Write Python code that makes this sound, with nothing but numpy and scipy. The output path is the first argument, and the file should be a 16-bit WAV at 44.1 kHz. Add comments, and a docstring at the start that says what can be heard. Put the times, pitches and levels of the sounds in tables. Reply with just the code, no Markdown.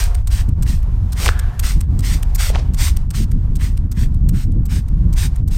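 """Spraying wax on a car bonnet

A trigger bottle works outdoors, an arm's length from a hand-held camera. Each stroke is a stick-slip
creak and snap of plastic, the broadband hiss of an atomised jet, then a click as the trigger springs
back. One sharp trigger click marks the first squirt; later come two bouts of knocks by the microphone.
Under everything lie the rumble of turbulent wind on the microphone and a distant murmur."""
import sys
import numpy as np
from scipy import signal
from scipy.fft import rfft, irfft, next_fast_len
from scipy.io import wavfile
from scipy.ndimage import uniform_filter1d, map_coordinates

SR = 44100
rng = np.random.default_rng(int(sys.argv[2]) if len(sys.argv) > 2 else 0)


def pcm_store(signal):
    """Save signal as 16-bit PCM."""
    levels = np.round(np.clip(np.atleast_2d(signal), -1, 1) * 32767)
    wavfile.write(sys.argv[1], SR, levels.astype(np.int16).T)


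N = 245718

# Trigger strokes: (time [s], creak level [dB], creak treble gain [dB], valve tick lag [s],
# tick level [dB], pressure rise [s], full flow [s], decay constant [s], mist level [dB],
# swell over the full flow [dB], patter offset from the mist [dB])
STROKES = [(-0.07, -28, 0, 0.018, -31, 0.039, 0.064, 0.025, -30, -11, -5.5),
           (0.2724, -29.5, 0, 0.0088, -41, 0.031, 0.083, .016, -36, -2.5, -5.5),
           (0.624, -31.5, -3, 0.0073, -30, 0.049, .055, 0.028, -38.5, -7.5, -7),
           (1.1213, -33.5, -8, 0.0093, -28.5, 0.086, 0.03, 0.027, -26, 4, -6.5),
           (1.594, -22.5, 0, 0.013, -46, 0.037, 0.051, .028, -29.5, -1.5, -6),
           (1.9911, -31.5, 1, .015, -34, 0.048, 0.082, 0.023, -31.5, 0, -8.5),
           (2.3481, -24.5, 9, 0.0098, -24, 0.039, 0.086, 0.011, -27.5, -4.5, -7),
           (2.736, -38, 0.5, 0.0092, -29.5, 0.068, 0.058, 0.016, -26.5, -2, -10.5),
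           (3.105, -31.5, -4, 0.0045, -41, 0.033, 0.079, 0.0069, -36, -6.5, -8.5),
           (3.555, -34.5, 2, 0.012, -37, 0.063, 0.03, 0.027, -38.5, -4, -3),
           (3.9149, -34.5, 6, 0.01, -36.5, 0.08, 0.024, 0.015, -39.5, -1, -4),
           (4.2889, -29.5, 6, .007, -41, 0.075, 0.051, 0.012, -42.5, -2, -5),
           (4.654, -37.5, 8, .009, -40, 0.056, 0.059, .012, -38.5, -4, -5.5),
           (5.127, -37, -3, .01, -34.5, 0.042, 0.069, 0.011, -30.5, -0.5, -9),
           (5.477, -38.5, 8, 0.008, -41, 0.025, .11, 0.018, -41, -1, -9)]
# Returns of the trigger: (time [s], level [dB])
RELEASES = [(0.1465, -30), (0.4866, -42.5), (0.826, -48), (1.3915, -27.5), (1.807, -29.5), (2.227, -29.5),
            (2.966, -29.5), (3.314, -38), (3.7717, -38), (4.142, -48), (4.518, -50), (4.882, -45),
            (5.358, -39.5)]
# A click of the trigger bottoming out, then handling knocks: (time [s], peak level [dB], resonance [Hz])
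IMPACTS = [(0.0405, -10, 8900), (1.261, -7, 2410), (1.2644, -11, 1080), (1.2806, -4.5, 2880),
           (1.286, -14, 2550), (1.2907, -10, 3900), (1.2897, -1.5, 1450), (2.5018, -17.5, 546),
           (2.5496, -15, 1700), (2.557, -12.5, 2960), (2.5563, -17, 800), (2.5618, -15.5, 865)]
# Mode clusters woken by impacts: (centre [Hz], nominal width [Hz], relative level [dB], t60 [s])
RING_MODES = [(1360, 190, 2, 0.72), (1600, 170, 1, 1.0), (1684, 110, 3, 1), (2360, 300, -9, .7)]
# Finger friction, one contour per rub: (time [s], relative level [dB])
RUBS = [
    [(1.2, -37.5), (1.29, -19.5), (1.31, -64)],
    [(2.47, -45), (2.566, -26), (2.69, -57)],
]
# Wind strength: (time [s], relative level [dB])
GUSTS = [(0.0, -47), (0.73, -28.5), (0.81, -46), (0.89, -30), (0.99, -37.5), (1.05, -34), (1.57, -40),
         (2.0, -24.5), (2.06, -30.5), (2.46, -43.5), (2.58, -31), (2.99, -34.5), (3.17, -26), (4.16, -31.5),
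         (4.34, -20.5), (4.42, -34), (4.56, -23.5), (4.68, -32.5), (4.78, -19), (4.86, -35), (5.07, -23),
         (5.19, -42), (5.25, -27), (5.37, -36), (5.41, -24), (5.57, -34.5)]
# Single buffets of wind: (time [s], rise in wind strength [dB])
BUFFETS = [(0.49, 8), (0.59, 7.5), (1.83, 4.5), (2.65, 8), (3.24, 4), (3.44, 6), (4.36, 3.5), (4.58, 3.5)]
# Lulls in the wind's deep roll: (time [s], depth [dB])
ROLL_LULLS = [(1.22, 6.5), (1.54, 25), (3.13, 9.5), (4.88, 5.5)]
# Distant murmur: (time [s], level [dB])
MURMUR_LEVELS = [(0.0, -41.5), (0.7, -52), (1.15, -44.5), (1.5, -44), (1.9, -47.5), (2.35, -45),
                 (3.4, -52.5), (4.6, -56.5), (5.05, -51.5), (5.5, -50.5)]
# Brief dips in the murmur: (time [s], depth [dB])
MURMUR_DIPS = [(0.245, 11), (0.54, 12), (1.87, 10), (2.71, 7.5), (3.08, 9), (3.89, 5), (4.59, 2),
               (5.445, 16)]
# Spectral envelopes of the sources: (frequency [Hz], relative level [dB])
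MIST_SPECTRUM = [(290, -39.5), (500, -10.5), (708, -11), (807, -8.5), (960, -7.5), (1260, -5.5), (2010, -2),
                 (2390, -5.5), (2810, -4.5), (5550, -2.5), (7420, -6), (8700, -1), (10700, -18),
                 (13600, -8), (16000, -20)]
PRESS_SPECTRUM = [(590, -49), (1000, -5.5), (1710, -10), (2100, -10.5), (3750, -8), (4170, -6.5),
                  (6860, -4.5), (8550, -2), (10700, -13), (13400, -4), (16000, -17)]
RELEASE_SPECTRUM = [(590, -33), (1000, -8.5), (2410, -10), (4470, -11.5), (5250, -9), (7440, -10),
                    (8650, -7), (9490, -11.5), (10700, -18), (12700, -6), (16000, -23)]
RUB_SPECTRUM = [(210, -38.5), (350, -1.5), (642, -3.5), (1430, -16), (1630, -16), (5480, -19), (12000, -37),
                (15600, -86), (22000, -120)]
WIND_SPECTRUM = [(12, -28), (20, -3), (40, 1.5), (68, -3.5), (130, -13.5), (200, -23.5), (300, -31),
                 (450, -45), (700, -61.5), (1400, -102)]
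AIR_SPECTRUM = [(240, -20), (400, -6.5), (655, -7.5), (719, -4.5), (777, -7), (1010, -6.5), (1110, -8.5),
                (1200, -10), (2630, -21), (8500, -29.5), (9180, -31), (13900, -33), (16000, -40.5)]

NOZZLE_LAG_S = 0.023  # from squeeze to first mist
AFTER_HISS_DB, AFTER_HISS_S = -28, 0.13  # faint hiss after a squirt; level relative to its mist
PRESS_RING_HZ, RELEASE_RING_HZ = 8450, 8840
IMPACT_DAMPING = 0.62  # bandwidth over centre frequency


def spray():
    """Atomisation: the jet hisses with the pump pressure, and drop impacts patter lower on the paint."""
    jet = unit(rng.standard_normal(N) + 0.6 * droplets(per_s=3300, spread_db=5))
    mist = split(colour(jet, MIST_SPECTRUM), 2060)[1] * amp(0.34 * wander(280))
    drops = colour(droplets(per_s=7000, spread_db=3.5), MIST_SPECTRUM)
    patter = split(drops, 2680)[0] * amp(2 * wander(120))
    mist, patter = panel_reflection(mist), panel_reflection(patter)
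    spit = unit(resonate(droplets(per_s=120, spread_db=0), 13000, 3000))
    fine_drops = colour(droplets(per_s=3600, spread_db=2), MIST_SPECTRUM)
    after_hiss = unit(split(fine_drops, 5000, order=1)[0])
    out = np.zeros(N)
    for time, *_, rise, hold, fall, db, swell_db, patter_db in STROKES:
        start = time + NOZZLE_LAG_S
        flow = nozzle_flow(start, rise, hold, fall, db, swell_db)
        # the first liquid leaves as coarse drops, so the patter is up sooner than the mist
        lead = 0.29 * rise
        wetting = nozzle_flow(start, rise - lead, hold + lead, fall, db, swell_db)
        out += amp(0.92) * flow * mist + amp(patter_db + 1.7) * wetting * patter
        # weak pressure breaks the jet up badly, so the spitting outlasts the mist
        out += amp(-30.5) * flow ** 0.62 * spit
        end = start + rise + hold
        out += amp(db + AFTER_HISS_DB) * gate(end, end + AFTER_HISS_S, fade_s=0.018) * after_hiss
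    return out


def nozzle_flow(start, rise, hold, fall, db, swell_db):
    """Pressure-driven flow: it builds, follows the fingers, then drains exponentially."""
    t = np.arange(N) / SR - start
    travel = np.clip((t - rise) / hold, 0, 1)
    opening = np.sin(np.pi / 2 * np.clip(t / rise, 0, 1)) ** 2
    draining = np.exp(-np.clip((t - rise - hold) / fall, 0, 20))
    return opening * draining * amp(db + swell_db * (travel - 0.5))


def panel_reflection(x, lag_s=0.001, gain=0.3):
    """Comb filtering: the panel's reflection interferes with the hiss; its lag moves with the bottle."""
    delayed_index = np.arange(N) - SR * lag_s * amp(2 * wander(2.5))
    return unit(x + gain * map_coordinates(x, [delayed_index], order=3))


def trigger():
    """Transient excitation of plastic: a creak, snap and valve tick on squeezing, a clack on release."""
    out = np.zeros(N)
    for time, db, treble_db, tick_lag, tick_db, *_ in STROKES:
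        squeeze = stick_slip(slide_s=0.0052, friction=0.43, decay_s=0.00087, tail=0.13)
        creak = spray_head(squeeze, PRESS_SPECTRUM, PRESS_RING_HZ, ring_db=-3)
        creak += (amp(treble_db) - 1) * resonate(creak, 13400, 3000)
        add(out, time, at_level(creak, db, span_s=0.00613))
        valve = stick_slip(slide_s=0, friction=0, decay_s=0.0027, tail=0.16)
        tick = spray_head(valve, PRESS_SPECTRUM, PRESS_RING_HZ, ring_db=-16)
        add(out, time + tick_lag, at_level(tick, tick_db, span_s=0.0026))
    for time, db in RELEASES:
        spring = stick_slip(slide_s=0.0048, friction=0.27, decay_s=0.0013, tail=0.05)
        clack = spray_head(spring, RELEASE_SPECTRUM, RELEASE_RING_HZ, ring_db=0.5)
        add(out, time, at_level(clack, db, span_s=0.0064))
    return out


def stick_slip(slide_s, friction, decay_s, tail):
    """Stick-slip friction: the piston breaks loose, judders along, then snaps home."""
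    t = np.arange(SR // 20) / SR
    slips = rng.standard_normal(len(t))
    slips *= amp(0.74 * np.repeat(rng.standard_normal(len(t)), 20)[:len(t)])
    breakaway = 1 + 0.48 * np.exp(-t / 0.0011)
    sliding = friction * breakaway * (t < slide_s)
    since_snap = np.maximum(t - slide_s, 0)
    snap = (t >= slide_s) * (np.exp(-since_snap / decay_s) + tail * np.exp(-since_snap / 0.007))
    return slips * (sliding + snap)


def spray_head(force, spectrum, ring_hz, ring_db):
    """Forced vibration: the plastic shell filters a force and adds one sharper resonance."""
    shell = colour(force, spectrum)
    return shell + amp(ring_db) * resonate(shell, ring_hz, 750)


def impacts():
    """Impulse response: a sharp trigger click and the later knocks each excite a damped resonance."""
    out, blow = np.zeros(N), signal.unit_impulse(SR // 20)
    for time, db, hz in IMPACTS:
        width = IMPACT_DAMPING * hz
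        impact = resonate(resonate(blow, hz, width), hz, width)
        add(out, time, amp(db) * impact / np.abs(impact).max())
    return out


def modal_ring(blows):
    """Free decay of crowded weak modes; the drive is square-law, so only hard blows wake them."""
    t = np.arange(SR) / SR
    modes = 0
    for hz, width, db, t60 in RING_MODES:
        band = resonate(rng.standard_normal(SR), hz, 1.5 * width)
        cluster = unit(resonate(band, hz, 1.5 * width))
        modes += amp(db) * cluster * np.exp(-np.log(1000) * t / t60)
    return signal.fftconvolve(blows * np.abs(blows), modes)[:N]


def rubbing():
    """Sliding friction: skin on the camera body makes a fine grain of tiny impulses."""
    grain = unit(colour(droplets(per_s=9000, spread_db=2), RUB_SPECTRUM))
    contact = sum(gate(rub[0][0], rub[-1][0], fade_s=0.0036) * amp(contour(rub) - 4) for rub in RUBS)
    return grain * amp(2 * wander(90)) * contact


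def reflections(x, t60, damp_hz):
    """Reverberation: dull reflections from the car and nearby walls decay exponentially."""
    t = np.arange(SR) / SR
    tail = rng.standard_normal(SR) * np.exp(-np.log(1000) * t / t60) * (t > 0.004)
    tail = split(tail, damp_hz, order=1)[0]
    return signal.fftconvolve(x, tail / np.sqrt(np.sum(tail ** 2)))[:N]


def wind():
    """Turbulent pressure on the microphone: the smaller the eddies, the more they follow the gusts."""
    deep, rest = split(colour(rng.standard_normal(N), WIND_SPECTRUM), 93.3)
    middle, high = split(rest, 165.5)
    flutter = split(high, 302)[1]
    for band in (deep, middle, high, flutter):  # even strength before the gusts act
        band /= np.sqrt(uniform_filter1d(band ** 2, size=3000))
    turbulence = wander(32)  # shared by all sizes of eddy
    gust_db = contour(GUSTS) + bells(BUFFETS, width_s=0.014) + 3.15 * turbulence
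    roll_db = -14.5 - bells(ROLL_LULLS, width_s=0.029) + 1.6 * wander(12) + 1.4 * turbulence
    return (deep * amp(roll_db) + middle * amp(0.7 * gust_db - 2.5)
            + high * amp(gust_db - 3.5) + flutter * amp(1.59 * gust_db - 11.5))


def open_air():
    """Ambient noise: a distant murmur, a thin hiss and a faint hum that shows when they are loudest."""
    murmur = unit(split(colour(rng.standard_normal(N), AIR_SPECTRUM), 2000, order=2)[0])
    murmur *= amp(1.65 * wander(12))
    hiss = unit(split(colour(rng.standard_normal(N), AIR_SPECTRUM), 2400, order=2)[1])
    hiss *= amp(0.94 * wander(45))
    hum_hz = 720 + 3 * wander(12)
    hum = np.sin(2 * np.pi * np.cumsum(hum_hz) / SR) * amp(2 * wander(9))
    envelope = amp(contour(MURMUR_LEVELS) - bells(MURMUR_DIPS, width_s=0.024))
    return (murmur + amp(-4.5) * hum * envelope / envelope.max() + amp(-9) * hiss) * envelope


def droplets(per_s, spread_db):
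    """Poisson process: tiny impacts at random moments, their sizes scattered by spread_db."""
    sizes = amp(spread_db * np.minimum(rng.exponential(size=N), 4)) * rng.choice([-1, 1], N)
    return unit(sizes * (rng.random(N) < per_s / SR))


def wander(rate_hz):
    """Random modulation: smoothed noise of rms 1."""
    step = int(SR / rate_hz)
    held = np.repeat(rng.standard_normal(N // step + 1), step)
    return unit(uniform_filter1d(held, step)[:N])


def colour(x, spectrum):
    """Minimum-phase filtering: folding the cepstrum gives a causal filter with this spectrum."""
    size = next_fast_len(len(x) + 2048, True)
    hz, db = np.transpose(spectrum)
    bin_hz = np.fft.rfftfreq(size, 1 / SR)
    gain = amp(np.interp(np.log(bin_hz + 1), np.log(hz), db))
    cepstrum = irfft(np.log(gain), size)
    cepstrum[1:size // 2] *= 2
    cepstrum[size // 2 + 1:] = 0
    return irfft(rfft(x, size) * np.exp(rfft(cepstrum)), size)[:len(x)]


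def split(x, hz, order=4):
    """Crossover: the parts below and above a frequency."""
    return [signal.sosfilt(signal.butter(order, hz, kind, fs=SR, output="sos"), x)
            for kind in ("low", "high")]


def resonate(x, hz, width_hz):
    """Second-order resonance with gain 1 at its centre."""
    return signal.lfilter(*signal.iirpeak(hz, hz / width_hz, fs=SR), x)


def contour(rows):
    """Linear interpolation of levels in time."""
    return np.interp(np.arange(N) / SR, *np.transpose(rows))


def gate(start, end, fade_s):
    """Window with exponential skirts, open from start to end."""
    t = np.arange(N) / SR
    outside_s = np.maximum(start - t, t - end)
    return np.exp(-np.clip(outside_s / fade_s, 0, 20))


def bells(rows, width_s):
    """Brief bell-shaped changes of level, in decibels."""
    t = np.arange(N) / SR
    return sum(db * np.exp(-((t - time) / width_s) ** 2) for time, db in rows)


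def amp(db):
    """Decibels to amplitude ratio."""
    return 10 ** (np.asarray(db) / 20)


def unit(x):
    """Normalisation to rms 1."""
    return x / np.sqrt(np.mean(x ** 2))


def at_level(x, db, span_s):
    """Equal energy: scale a transient to match span_s seconds at the given level."""
    return x * amp(db) * np.sqrt(span_s * SR / np.sum(x ** 2))


def add(out, start_s, x):
    """Superpose a sound, if it starts within the scene."""
    i = int(start_s * SR)
    if i >= 0:
        out[i:i + len(x)] += x[:N - i]


def scene():
    """Superposition of bottle, impacts, rubbing, wind and open air at one microphone."""
    bottle, blows = spray() + trigger(), impacts()
    echoes = amp(-24.5) * reflections(bottle, t60=0.14, damp_hz=5000)
    echoes += amp(-20) * reflections(blows, t60=1.0, damp_hz=4500)
    ring = amp(-62.5) * modal_ring(blows)
    return (bottle + blows + ring + echoes + rubbing() + wind() + open_air())[None]


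def record(dry):
    """Soft saturation and band limiting: the camera rounds the highest peaks and cuts the top treble."""
    rounded = dry / (1 + (dry / 0.98) ** 8) ** (1 / 8)
    return signal.sosfilt(signal.ellip(10, 0.2, 80, 15950, fs=SR, output="sos"), rounded)


dry = scene()
out = record(dry)
pcm_store(out)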